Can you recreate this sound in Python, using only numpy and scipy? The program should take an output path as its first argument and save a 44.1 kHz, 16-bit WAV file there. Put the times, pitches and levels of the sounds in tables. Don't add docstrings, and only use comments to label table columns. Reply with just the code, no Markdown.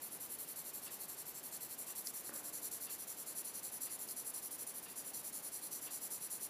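import sys
import numpy as np
from scipy import signal
from scipy.fft import rfft, irfft
from scipy.io import wavfile

SR = 44100
rng = np.random.default_rng(int(sys.argv[2]) if len(sys.argv) > 2 else 0)


def transcribe(u):
    v = np.clip(np.atleast_2d(u).T, -1, 1)
    q = np.round(v * 32767).astype(np.int16)
    wavfile.write(sys.argv[1], SR, q)


N = 286209
TIME = np.arange(N) / SR
LONGEST = SR // 5


def from_db(db):
    return 10 ** (np.asarray(db) / 20)


def unit_power(x):
    return x / np.sqrt(np.mean(x ** 2) + 1e-20)


def drift(rate_hz):
    r = np.exp(-2 * np.pi * rate_hz / SR)
    noise = rng.standard_normal(N + SR)
    smooth = signal.lfilter([1], [1, -2 * r, r * r], noise)[SR:]
    return unit_power(smooth)


def resonate(x, hz, width_hz):
    r = np.exp(-np.pi * width_hz / SR)
    feed = (1 - r * r) / 2 * np.array([1, 0, -1])
    feedback = [1, -2 * r * np.cos(2 * np.pi * hz / SR), r * r]
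    return signal.lfilter(feed, feedback, x + 1e-18)


def ring_body(x, modes):
    out = 0
    for k, (hz, width_hz, db) in enumerate(modes):
        out = out + (-1) ** k * from_db(db) * resonate(x, hz, width_hz)
    return out


def struck_ring(modes):
    ring = ring_body(signal.unit_impulse(SR), modes)
    return ring / np.abs(ring).max()


def play_at(events, response):
    clicks = np.zeros(N)
    for t, db in events:
        clicks[round(t * SR)] += from_db(db)
    return signal.fftconvolve(clicks, response)[:N]


def reflections(t60_s, build_s):
    t = TIME[:SR]
    fade = from_db(-60 * t / t60_s)
    tail = rng.standard_normal(SR) * fade * (1 - np.exp(-t / build_s))
    return tail / np.sqrt(np.sum(tail ** 2))


# (f/Hz, relative level/dB per Hz)
ROOM_COLOUR = [(25, -34), (45, -18), (62, -12), (85, -11), (150, -3), (290, 0.5), (550, -2), (1000, -3.8),
               (1350, -7.5), (2000, -8.5), (3200, -11), (6500, -12.5), (15000, -12.5)]


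def room_rush(level_db):
    hz, db = np.transpose(ROOM_COLOUR)
    noise_hz = np.maximum(np.fft.rfftfreq(N, 1 / SR), 1)
    gain = from_db(np.interp(np.log(noise_hz), np.log(hz), db))
    noise = irfft(rfft(rng.standard_normal(N)) * gain, N)
    return from_db(level_db) * unit_power(noise)


# (t/s, back-and-forth swings completed)
SWINGS = [(0.002, 0), (0.373, 2), (1.941, 11), (2.124, 12), (2.515, 14), (2.884, 16), (3.059, 17),
          (3.25, 18), (3.978, 22), (4.497, 25), (4.813, 27), (4.946, 28), (5.122, 29), (5.699, 32),
          (6.484, 36)]
# (t/s, level/dB)
PRESSURE = [(0.05, -47.5), (0.32, -45.5), (0.94, -47.5), (1.02, -46.0), (1.29, -48.5), (2.08, -45),
            (2.27, -46), (2.93, -44.5), (3.02, -47.0), (4.28, -44), (4.77, -46.1), (4.84, -50), (4.91, -51),
            (4.99, -46), (6.44, -44)]
# (t/s, extra level/dB)
ACCENTS = [(1.55, 2), (2.66, 2), (3.38, 3), (3.84, 2), (4.62, 0.5), (5.17, 1)]
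# (wait after the turn/s, rest before the next/s, weight/dB, lean from start to end/dB,
#  softness of the bite as a power of speed, body below 9 kHz/dB,
#  top above 11 kHz at the first place/dB, the same at the second place/dB)
OUTWARD = (.009, .001, 0.05, -8.5, 0.54, 0.22, 1, -1)
RETURN = (.001, .009, 0.14, 1.5, 0.96, -.5, -1.5, 0)
EVEN_SWING_S, OUT_STRETCH = 0.173, 0.21


def strokes():
    times, done = np.transpose(SWINGS)
    turns = np.interp(np.arange(round(done[-1]) + 1), done, times)
    rows = []
    for start, end in zip(turns, turns[1:]):
        length = end - start
        far_turn = start + length / 2 + OUT_STRETCH * (length - EVEN_SWING_S)
        for t0, t1, (wait, rest, *manner) in [(start, far_turn, OUTWARD), (far_turn, end, RETURN)]:
            pressure_db = np.interp((t0 + t1) / 2, *np.transpose(PRESSURE))
            accent_db = sum(db for t, db in ACCENTS if t0 <= t < t1)
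            rows.append((t0 + wait, t1 - rest, pressure_db + accent_db, manner))
    return rows


# (t/s, level/dB)
BODY_LEVEL = [(0, -3), (.45, -2), (.95, 0), (3.1, 1), (4.65, -1), (5, -1), (5.35, 1.6), (6.49, .5)]
# (f/Hz, width of one pass/Hz, level at the first place/dB, level at the second place/dB)
PENCIL = [(4330, 640, -11.8, -14), (5030, 660, -26.5, -16.5), (5520, 350, -10.5, -19), (5875, 380, -14, -8),
          (6300, 380, -11, -23), (7040, 1270, -16, -12), (7550, 640, -3.5, -6), (8160, 460, -8.5, -10.5),
          (8830, 1400, -11, -14.5), (9580, 500, -6.5, -3), (9950, 480, -8, -0.5), (10336, 590, -2, 0.0),
          (10730, 660, -9, -4), (11530, 1240, -5, -7.5), (12250, 950, -4.5, -6.5), (12800, 230, -1.5, -8),
          (13180, 800, -2.5, -7), (14020, 2900, -15, -9), (15020, 350, -9, -13)]
# (t/s, place from 0 = first to 1 = second)
PLACE = [(0, 0.32), (1.3, 0.07), (2.3, 0.54), (3.3, 0.86), (6.49, 0.93)]
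BODY_BELOW_HZ, TOP_ABOVE_HZ = 9000, 11000


def stroke(row, ridges, release, fibres_per_s, crawl, detune, vary_db):
    start, end, level_db, manner = row
    weight_db, lean_db, bite, body_db, first_top_db, second_top_db = manner
    along = np.linspace(0, 1, round((end - start) * SR))
    speed = np.abs(np.sin(np.pi * along))

    swell = speed ** np.where(along < 0.5, bite, release)
    loudness = from_db(level_db + weight_db + lean_db * (along - 0.5)) * swell
    chance = np.clip(fibres_per_s * (speed + crawl) / SR, 1e-4, 1)
    plucks = (rng.random(len(along)) < chance) / np.sqrt(chance)
    force = np.pad(plucks * loudness, (0, LONGEST - len(along))) * ridges

    place = np.clip(np.interp(start, *np.transpose(PLACE)), 0, 1)
    body_db = body_db + np.interp(start, *np.transpose(BODY_LEVEL))
    top_db = first_top_db + place * (second_top_db - first_top_db)
    out, power = 0, 0
    for hz, width_hz, first_db, second_db in PENCIL:
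        colour_db = body_db * (hz < BODY_BELOW_HZ) + top_db * (hz > TOP_ABOVE_HZ)
        place_db = first_db + place * (second_db - first_db)
        gain = from_db(place_db + colour_db + vary_db * rng.standard_normal())
        pitch = hz * (1 + detune * rng.standard_normal())
        ring = resonate(force * rng.choice([-1, 1], LONGEST), pitch, width_hz)
        out = out + gain * resonate(ring, pitch, width_hz)
        power = power + gain ** 2 * np.pi * width_hz / (2 * SR)
    return out / np.sqrt(power)


def shading(tooth_db, tooth_rate_hz, level_db):
    ridges = unit_power(from_db(tooth_db * drift(tooth_rate_hz)))
    ridges = np.pad(ridges, (0, LONGEST), mode="edge")
    out = np.zeros(N + LONGEST)
    for row in strokes():
        at = max(round(row[0] * SR), 0)
        span = slice(at, at + LONGEST)
        out[span] += stroke(row, ridges[span], release=0.57, fibres_per_s=9500, crawl=0.15,
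                            detune=0.0027, vary_db=1.5)
    return from_db(level_db) * out[:N]


def desk(x, near_db, near_t60_s, room_db, room_t60_s):
    near = from_db(near_db) * reflections(near_t60_s, build_s=0.002)
    room = from_db(room_db) * reflections(room_t60_s, build_s=0.014)
    return x + signal.fftconvolve(x, near + room)[:N]


# (t/s, level/dB)
TICKS = [(.858, -59), (1.868, -62.5), (2.864, -59.5), (3.856, -61), (4.854, -61.5), (5.860, -59.5)]
# (f/Hz, width/Hz, level/dB)
CLOCK_CASE = [(1070, 170, 0), (1920, 420, -4), (2724, 150, 3.5), (3520, 530, -4.5), (4700, 240, 0.5)]


def clock(t60_s):
    out = np.zeros(N)
    for event in TICKS:
        tick = ring_body(reflections(t60_s, build_s=0.008), CLOCK_CASE)
        out += play_at([event], tick / tick[:SR // 20].std())
    return out


# (t/s, level/dB)
SNAGS = [(2.0708, -28), (2.0728, -30), (4.0885, -34.5), (4.110, -37), (4.320, -51)]
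# (f/Hz, width/Hz, level/dB)
SNAG_RING = [(2000, 600, -13), (4100, 410, -5), (5050, 900, 3.5), (6600, 910, 0), (10500, 2600, -3)]


def snags():
    return play_at(SNAGS, struck_ring(SNAG_RING))


# (f/Hz, width/Hz, level/dB)
KNOCK_WOOD = [(240, 73, -1), (398, 84, -1.5), (550, 77, 2.5), (1126, 120, -1), (1550, 340, -2.5),
              (1950, 870, -12)]
# (f/Hz, level/dB, time to fall 60 dB/s)
KNOCK_NOTE = (302, -61.5, 2.9)
KNOCK_S = 2.293


def knock(level_db, room_db, t60_s):
    direct = play_at([(KNOCK_S, level_db)], struck_ring(KNOCK_WOOD))
    wash = from_db(room_db) * signal.fftconvolve(direct, reflections(t60_s, build_s=0.02))[:N]
    hz, note_db, note_t60_s = KNOCK_NOTE
    note = np.sin(2 * np.pi * hz * TIME) * from_db(-60 * TIME / note_t60_s)
    return direct + wash + play_at([(KNOCK_S, note_db)], note)


def scene():
    rush = room_rush(level_db=-56)
    rasp = shading(tooth_db=0.9, tooth_rate_hz=120, level_db=0.0)
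    pencil = desk(rasp + snags(), near_db=-12.0, near_t60_s=0.035, room_db=-17, room_t60_s=0.4)
    mono = rush + pencil + clock(t60_s=0.34) + knock(level_db=-39.5, room_db=3.5, t60_s=1.0)
    return np.stack([mono, mono])


NOTCH_HZ, CUTOFF_HZ = 7850, 15350


def record(dry):
    notch = signal.iirnotch(NOTCH_HZ, 45, fs=SR)
    top_cut = signal.ellip(12, 0.1, 80, CUTOFF_HZ, fs=SR, output="sos")
    return signal.sosfilt(top_cut, signal.lfilter(*notch, dry))


dry = scene()
out = record(dry)
transcribe(out)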